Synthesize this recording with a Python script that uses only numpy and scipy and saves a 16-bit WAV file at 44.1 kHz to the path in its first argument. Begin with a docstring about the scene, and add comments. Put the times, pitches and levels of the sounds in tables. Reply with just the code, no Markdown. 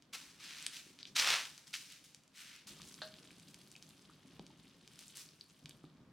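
"""Splashes from a boiling stew hit a hot glass hob and sizzle away in clouds of tiny bursts.
In the ceramic pot, close to the microphone, froth crackles, single bubbles pop and the broth rumbles.
Tofu and slices of meat plop in, and a dish is knocked once and rings.
A small kitchen answers with a short tail over faint room tone."""
import sys
import numpy as np
from scipy import signal
from scipy.fft import rfft, irfft
from scipy.io import wavfile
from scipy.ndimage import uniform_filter1d

SR = 44100
rng = np.random.default_rng(int(sys.argv[2]) if len(sys.argv) > 2 else 0)


def master_out(mix):
    """Clip the mix to full scale and print it as 16-bit PCM to the path in sys.argv[1]."""
    frames = np.transpose(np.atleast_2d(mix))
    ceiling = np.clip(frames, -1, 1)
    pcm = np.round(ceiling * 32767).astype(np.int16)
    wavfile.write(sys.argv[1], SR, pcm)


N = 269892
TIME, HZ = np.arange(N) / SR, np.fft.rfftfreq(N, 1 / SR)

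# Splashes on the hob. Each row: start in seconds, level in dB, rise and hold in seconds, fade in dB per
# second, then offsets in dB for the film left behind and for the big, medium and finest bursts.
SPLASHES = [(0.126, -39.5, 0.0086, 0.022, 704, -7.5, 0.5, 0.5, 7),
            (0.371, -47, 0.068, 0.22, 115.5, -14, -4.5, 2, 5),
            (0.71, -45.5, 0.026, 0.038, 195, -5, -7, 0.5, 8),
            (0.99, -46.5, 0.016, 0.0044, 700, -36, -7, -3.5, -15),
            (1.062, -47, .008, .006, 500, -15.5, -34, -6, -4),
            (1.15, -23.5, 0.019, 0.029, 260, -8.5, -5.5, -3.5, 0.5),
            (1.178, -28.5, .07, 0.09, 160, -16, 4, 3, 0),
            (1.666, -49.5, .006, 0.0061, 712, -6.5, -8, -4.5, 7),
            (1.728, -34, 0.0087, 0.014, 596, -11, -12, -1, 4.5),
            (1.89, -53, 0.015, 0.037, 189, -26, -15.5, 2, 8),
            (2.037, -55.5, 0.0052, .008, 300, -5, -20, -1.5, 12.5),
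            (2.33, -51.5, 0.068, 0.016, 131, -14, -4.5, 6, 12),
            (2.423, -54, 0.048, 0.08, 124, -18, -6, 5.5, 6),
            (2.67, -50, 0.0032, 0.0077, 202, -20, 1, -2, 15),
            (4.974, -54.5, 0.016, 0.045, 200, -16, -25, -7, 5),
            (5.148, -50.5, 0.009, 0.054, 234, -11, -4, -3.5, 14.5)]
def evaporation(film_fade_db_per_s=73, film_fizz_db=9.5):
    """Each splash spreads, boils and leaves a slowly drying film: an envelope for each size of burst."""
    big, medium, small, finest = np.zeros((4, N))
    t = TIME[:2 * SR]
    for start, db, rise, hold, fade, film_db, big_db, medium_db, finest_db in SPLASHES:
        attack = amp(db) * np.minimum(t / rise, 1)
        drying_s = np.maximum(t - rise - hold, 0)
        drop = attack * amp(-fade * drying_s)
        film = attack * amp(film_db - film_fade_db_per_s * drying_s)
        water = np.maximum(drop, film)
        add(big, start, (water * amp(big_db)) ** 2)  # overlapping splashes add in power
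        add(medium, start, (water * amp(medium_db)) ** 2)
        add(small, start, water ** 2)
        add(finest, start, np.maximum(drop * amp(finest_db), film * amp(film_fizz_db)) ** 2)
    return np.sqrt([big, medium, small, finest])


# The bright tone of the sizzle. Each row: frequency in Hz, level in dB.
SIZZLE_EQ = [(100, -37), (300, -23.5), (520, -12), (780, -9.5), (1000, -5), (1450, -1), (1850, -1.5),
             (2400, 1.5), (4000, 1.5), (5700, -1.5), (7400, -9), (8800, -12), (11000, -19), (16000, -26.5)]
def sizzle(sputter_db=2.27, sputter_s=0.013):
    """Water hisses off the glass; the more there is, the more it spits. Returns sound and spit share."""
    envelopes = evaporation()
    water_db = 20 * np.log10(envelopes[2] + 1e-9)
    spitting = np.clip((water_db + 48) / 22, .03, .85)
    spit = np.sqrt(spitting) * bursts(per_s=3600, spread_db=4.4, cap=3.1)
    hiss = np.sqrt(1 - spitting) * bursts(per_s=22000, spread_db=4.5, cap=5.2)
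    spurts = amp(sputter_db * np.sqrt(spitting) * flutter(sputter_s))  # hard boiling is uneven
    sound = cloud((spit + hiss) * spurts, envelopes, SIZZLE_EQ, edges_hz=(1350, 3300, 7400))
    return amp(-6.5) * sound, spitting


FROTH_LOUDER_S, FAINT_FROTH_DB = 2.668, -82  # the froth stays faint until here, then is abruptly louder
# The froth's level ride. Each row: time in seconds, crackle level in dB, finest fizz level in dB.
FROTH_LEVELS = [(2.7, -61, -80), (2.89, -61.5, -64.5), (3.0, -64.5, -73.5), (3.21, -66, -77.5),
                (3.76, -69.5, -75.5), (4.14, -69, -82.5), (4.84, -70.5, -86), (4.95, -65.5, -75),
                (5.09, -68, -71.5), (5.16, -64, -78), (5.36, -71, -79.5), (5.65, -75, -82),
                (5.85, -75.5, -90.5), (6.06, -83.5, -106)]
# The tone of the froth. Each row: frequency in Hz, level in dB.
FROTH_EQ = [(100, -23), (400, -2), (750, -1), (1200, 3.5), (1900, -2.5), (3200, 3.5), (5300, -1),
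            (7200, -8.5), (9300, -10), (12000, -18), (16000, -25)]
def froth(body_db=-9, mid_db=-0.5, fizz_db=16.5):
    """Tiny bubbles burst on the surface in clusters: a soft wash with short pitched pips on top."""
    wash = amp(-4) * bursts(per_s=9000, spread_db=2.8, cap=4)
    pips = amp(-2.5) * fizz(per_s=750, spread_db=5.5, cycles=9, count=16)
    clusters = amp(1.6 * flutter(0.02041))  # one burst sets off its neighbours
    crackle_db, finest_db = curves(FROTH_LEVELS)
    louder_db = np.array([crackle_db + body_db, crackle_db + mid_db, finest_db + fizz_db])
    envelopes = amp(np.where(TIME < FROTH_LOUDER_S, FAINT_FROTH_DB, louder_db))
    return cloud((wash + pips) * clusters, envelopes, FROTH_EQ, edges_hz=(1450, 7200))


def fizz(per_s, spread_db, cycles, count):
    """Bubbles in `count` sizes, each ringing briefly at its own pitch; even in spectrum, rms 1."""
    out = np.zeros(N)
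    for hz in np.geomspace(1500, 15000, count):
        triggers = bursts(per_s / count, spread_db, cap=2.86)
        pips = signal.oaconvolve(triggers, ring(hz, cycles / hz, rise=0.6))[:N]
        out += np.sqrt(hz) * unit(pips)
    return unit(out)


# Featured bubble and droplet pops. Each row: start in seconds, level in dB, pitch in Hz, attack in cycles.
POPS = [(0.0234, -45.5, 4630, 0.29), (0.3107, -49, 4940, 0.71), (0.6258, -36, 8000, 1),
        (0.665, -19, 3780, 0.29), (0.6657, -24.5, 8500, 1.06), (0.9892, -38, 3500, .3),
        (1.0298, -34, 4220, .9), (1.0537, -35, 3460, 0.64), (1.4535, -27, 2600, 0.17),
        (1.5788, -34, 5400, 0.34), (1.7404, -23.5, 2690, 0.28), (1.9225, -29, 6290, 0.14),
        (2.147, -34, 5660, 0.29), (2.2363, -47, 5800, 0.23), (2.2786, -47.5, 6350, 0.29),
        (2.5628, -36, 5570, 0.19), (2.6716, -38, 5470, 0.18), (2.818, -32.5, 4570, 0.28),
        (2.9422, -36.5, 5740, 0.48), (3.1404, -41, 3480, 0.46), (3.3066, -43.5, 2300, 0.36),
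        (3.3984, -40, 5300, 0.24), (3.4849, -38, 4550, 0.19), (3.5441, -31.5, 4060, 0.16),
        (3.7161, -39, 7260, 0.46), (3.7535, -47.5, 2670, 2), (3.7639, -36.5, 4050, .25),
        (3.8255, -38, 5200, 0.48), (3.8915, -31, 6100, 0.1), (4.3948, -40.5, 3730, 0.46),
        (4.4659, -40, 4570, 0.33), (4.8767, -36, 3870, 0.22), (4.9913, -29, 4370, 0.15),
        (5.0815, -41.5, 7450, 1), (5.1711, -29, 10000, 0.48), (5.2894, -45, 4700, 0.73),
        (5.4105, -38.5, 4430, 1.3), (5.6581, -32.5, 3460, 0.3), (5.6943, -29, 7300, 0.2),
        (5.7094, -43.5, 3630, 0.76)]
def pops():
    """A film snaps and the little cavity under it rings for a cycle or a few."""
    out, t = np.zeros(N), TIME[:SR // 100]
    for start, db, hz, cycles in list(POPS) + small_pops():
        age = hz * t / cycles
        envelope = amp(db) * age * np.exp(1 - age)
        add(out, start, -envelope * np.cos(2 * np.pi * hz * t + 0.26))
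    # so small a source radiates little bass, and the wet film blunts the top
    pop_eq = [(200, -30), (900, -9), (2200, 1), (9000, 2), (12000, -3), (16000, -9)]
    out = colour(out, amp(read(pop_eq, HZ)))
    return out + amp(-7) * echo(out, [(500, 0.014), (10000, 0.02)], delay_s=0.00055)


def small_pops(per_s=3, above_froth_db=14.5, spread_db=6.5, centre_hz=5200):
    """Lesser bubbles of random timing, strength and size that follow the froth: rows as in POPS."""
    froth_db = np.where(TIME < FROTH_LOUDER_S, FAINT_FROTH_DB, curves(FROTH_LEVELS)[0])
    rows = []
    for when, softness, pitch in rng.random((100, 3))[:int(per_s * N / SR)]:
        db = froth_db[int(when * N)] + above_froth_db + spread_db * (1 - 2 * softness)
        rows.append((when * N / SR, db, centre_hz * 2 ** (pitch - .5), 1))
    return rows


# Pieces and big bubbles plopping. Each row: start in seconds, level in dB, pitch in Hz, T60 in seconds.
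PLOPS = [(.866, -47.5, 330, 0.024), (2.800, -47.5, 1150, .016), (4.097, -47.5, 1200, 0.014),
         (4.113, -59, 1380, 0.016), (4.252, -46, 203, 0.033), (4.3945, -33.5, 770, 0.0068),
         (4.3948, -33.5, 417, 0.012), (4.397, -42.5, 173, 0.078), (4.502, -55, 870, 0.029),
         (5.643, -42.5, 150.5, 0.063), (5.839, -48.5, 157, .11), (5.839, -53, 750, 0.016),
         (5.84, -53, 1190, 0.017), (5.840, -37, 295, 0.023)]
def plops():
    """Larger pockets of air swell within a cycle, ring, and rise in pitch as they surface."""
    out = np.zeros(N)
    for start, db, hz, t60 in PLOPS:
        tone = ring(hz, t60, rise=0.055)
        attack = 1 - np.exp(-2 * hz * TIME[:len(tone)])
        add(out, start, amp(db) * tone * attack)
    return out


# The modes of the dish. Each row: pitch in Hz, relative level in dB, T60 in seconds.
DISH_MODES = [(627, -11, 0.54), (1490, -1.5, 0.1), (1660, -25, .08), (3100, -5, 0.081), (3900, -17, 0.13),
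              (4550, -15, 0.074), (4440, -12, .05)]
def knock(start_s=3.0178, gain_db=-48, clatter_t60=0.082):
    """The knocked dish rings in its modes under a short gritty clatter."""
    out, t = np.zeros(N), TIME[:SR // 4]
    for hz, db, t60 in DISH_MODES:
        add(out, start_s, amp(db) * ring(hz, t60, rise=0))
    grit = noise([(200, -24), (600, 6), (1000, -4.5), (1600, 9.5), (2400, -7.5), (4200, 10.5),
                  (5500, -5.5), (8000, -16), (14000, -47)])[:len(t)]
    add(out, start_s, amp(7) * grit * amp(-60 * t / clatter_t60))
    return amp(gain_db) * out


# The rumble's level ride. Each row: time in seconds, level in dB.
BOIL_LEVELS = [(0.0, -70), (0.92, -68), (1.31, -64), (1.46, -72.5), (2.61, -73.5), (2.71, -63),
               (4.18, -66.5), (4.4, -61.5), (4.54, -65.5), (5.59, -71.5), (5.64, -65.5), (6.1, -63)]
# The dark tone of the rumble. Each row: frequency in Hz, level in dB.
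BOIL_EQ = [(35, -27.5), (58, -24), (90, -12.5), (130, -4), (175, 0.5), (230, -4.5), (300, -5), (420, -15),
           (700, -20.5), (1200, -20.5), (2500, -33), (6000, -95)]
def boil():
    """Steam bubbles wobble deep in the broth, each at its own low pitch, over a dull churning."""
    bubbles = np.zeros(N)
    for hz in np.geomspace(135, 650, 16):
        triggers = bursts(per_s=8.8, spread_db=4, cap=1.5)
        glugs = signal.oaconvolve(triggers, ring(hz, 10 / hz, rise=0.13))[:N]
        bubbles += unit(glugs) * amp(read(BOIL_EQ, hz)) * np.sqrt(hz)
    churning = amp(-2) * noise(BOIL_EQ)
    return amp(curves(BOIL_LEVELS)[0]) * (amp(-4) * unit(bubbles) + churning)


# Stereo width of the soft, scattered sounds. Each row: frequency in Hz, side gain in dB.
SOFT_WIDTH = [(60, -20), (110, -24), (200, -16), (380, -17), (700, -16.5), (1290, -17.5), (2380, -14),
              (4400, -8), (8120, -5.5), (15000, -3)]
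# Stereo width of the loud spitting: almost mono in the midrange, wide in the top treble.
# Each row: frequency in Hz, side gain in dB.
SPIT_WIDTH = [(60, -20), (110, -22), (200, -16), (380, -20), (700, -38), (1290, -69), (2380, -36),
              (4400, -22), (8120, -5), (15000, -2)]
def widen(soft, spit):
    """Reflections off pot and hob reach left and right differently: the side signal."""
    side = np.zeros(N)
    for send, width in (soft, SOFT_WIDTH), (spit, SPIT_WIDTH):
        reflected = echo(send, [(500, 0.16), (10000, 0.14)], delay_s=0)
        side += colour(reflected, amp(read(width, HZ)))
    return side


# The kitchen's decay. Each row: frequency in Hz, T60 in seconds.
KITCHEN_T60 = [(150, 0.34), (1000, 0.38), (4000, 0.28), (9000, 0.26), (16000, 0.28)]
def kitchen(send):
    """The walls of a small room return a short tail."""
    return echo(send, KITCHEN_T60, delay_s=0.0054)


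# The room tone. Each row: frequency in Hz, level in dB.
ROOM_TONE_EQ = [(60, 2), (500, 0), (1000, -2), (2000, -4), (4000, -6), (7000, -13), (10000, -18),
                (16000, -23)]
def room_tone(db):
    """A faint, steady bed of dull noise."""
    return amp(db) * noise(ROOM_TONE_EQ)


def amp(db):
    """Decibels to gain."""
    return 10 ** (np.asarray(db) / 20)


def unit(x):
    """Scales to rms 1."""
    return x / np.sqrt(np.mean(x ** 2) + 1e-20)


def read(points, hz):
    """Reads (Hz, value) points on a log-frequency axis."""
    f, value = np.transpose(points)
    return np.interp(np.log(hz + 1), np.log(f + 1), value)


def curves(rows):
    """Turns timed breakpoints into one automation curve per column."""
    times, *columns = np.transpose(rows)
    return [np.interp(TIME, times, column) for column in columns]


def add(mix, start_s, sound):
    """Lays a sound into the mix."""
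    part = mix[max(round(start_s * SR), 0):][:len(sound)]
    part += sound[:len(part)]


def colour(x, gain):
    """Minimum-phase EQ with the given gain per frequency: clicks keep a sharp front."""
    log_gain = np.log(np.maximum(np.r_[gain, gain[-2:0:-1]], 1e-5))
    response = np.exp(signal.hilbert(log_gain).conj()[:len(HZ)])
    return irfft(rfft(x) * response, N)


def noise(eq):
    """Steady noise shaped by (Hz, dB) points, rms 1."""
    return unit(colour(rng.standard_normal(N), amp(read(eq, HZ))))


def flutter(smooth_s):
    """A smoothed random wobble, rms 1."""
    return unit(uniform_filter1d(rng.standard_normal(N), size=int(smooth_s * SR)))


def ring(hz, t60, rise):
    """A dying sine whose pitch climbs by the share `rise` over t60 seconds."""
    t = np.arange(int(1.3 * t60 * SR)) / SR
    return np.sin(2 * np.pi * hz * t * (1 + rise * t / t60 / 2)) * amp(-60 * t / t60)


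def bursts(per_s, spread_db, cap):
    """Random clicks, rms 1: many small, a few up to cap * spread_db louder."""
    chance, out = rng.random(N) * SR / per_s, np.zeros(N)
    hit = chance < 1
    out[hit] = amp(spread_db * np.minimum(-np.log(chance[hit] + 1e-12), cap))
    return unit(out * np.sign(rng.random(N) - .5))


def cloud(clicks, envelopes, eq, edges_hz):
    """Shapes clicks into a cloud: each size of burst, big to fine, has its own band and envelope."""
    shape = unit(amp(read(eq, HZ)))
    lowpasses = [1 / (1 + (HZ / hz) ** 6) for hz in edges_hz]
    bands = np.diff(lowpasses, axis=0, prepend=0, append=1)
    layers = [irfft(rfft(clicks * envelope) * band, N) for envelope, band in zip(envelopes, bands)]
    return colour(sum(layers), shape)


def echo(x, t60, delay_s, taps_per_s=4000):
    """Wet signal only: sparse reflections of random sign that die band by band, t60 as (Hz, seconds)."""
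    taps = rng.choice([-1., 1.], SR // 2) * (rng.random(SR // 2) < taps_per_s / SR)
    hz, t, spectrum = signal.stft(taps, SR, nperseg=256)
    decay = amp(-60 * t / read(t60, hz)[:, None])
    tail = signal.istft(spectrum * decay, SR, nperseg=256)[1]
    response = np.r_[np.zeros(int(delay_s * SR)), tail / np.linalg.norm(tail)]
    return signal.oaconvolve(x, response)[:N]


def scene():
    """All sources sit in the middle; reflections widen the treble, and the soft sounds most."""
    hob, spitting = sizzle()
    pot = froth() + boil() + plops()
    ticks, dish = pops(), knock()
    reverb = kitchen(amp(-12.5) * hob + amp(-12) * pot + amp(-9.5) * ticks + amp(-5.5) * dish)
    mid = hob + pot + ticks + dish + reverb + room_tone(-77.5)
    soft = amp(0.5) * (1 - spitting) ** 2 * hob + amp(-0.5) * pot + amp(-5) * ticks + amp(-1) * dish
    side = widen(soft, spit=amp(0.2) * spitting * hob) + room_tone(-81)
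    return np.array([mid + side, mid - side])


def record(dry, low_cut_hz=42, high_cut_hz=16100):
    """The microphone's low cut and the recorder's band limit."""
    lean = signal.sosfilt(signal.butter(3, low_cut_hz, "high", fs=SR, output="sos"), dry)
    lowpass = signal.firwin(511, high_cut_hz, window=("kaiser", 9), fs=SR)
    return signal.oaconvolve(lean, lowpass[None], "same")


dry = scene()
out = record(dry)
master_out(out)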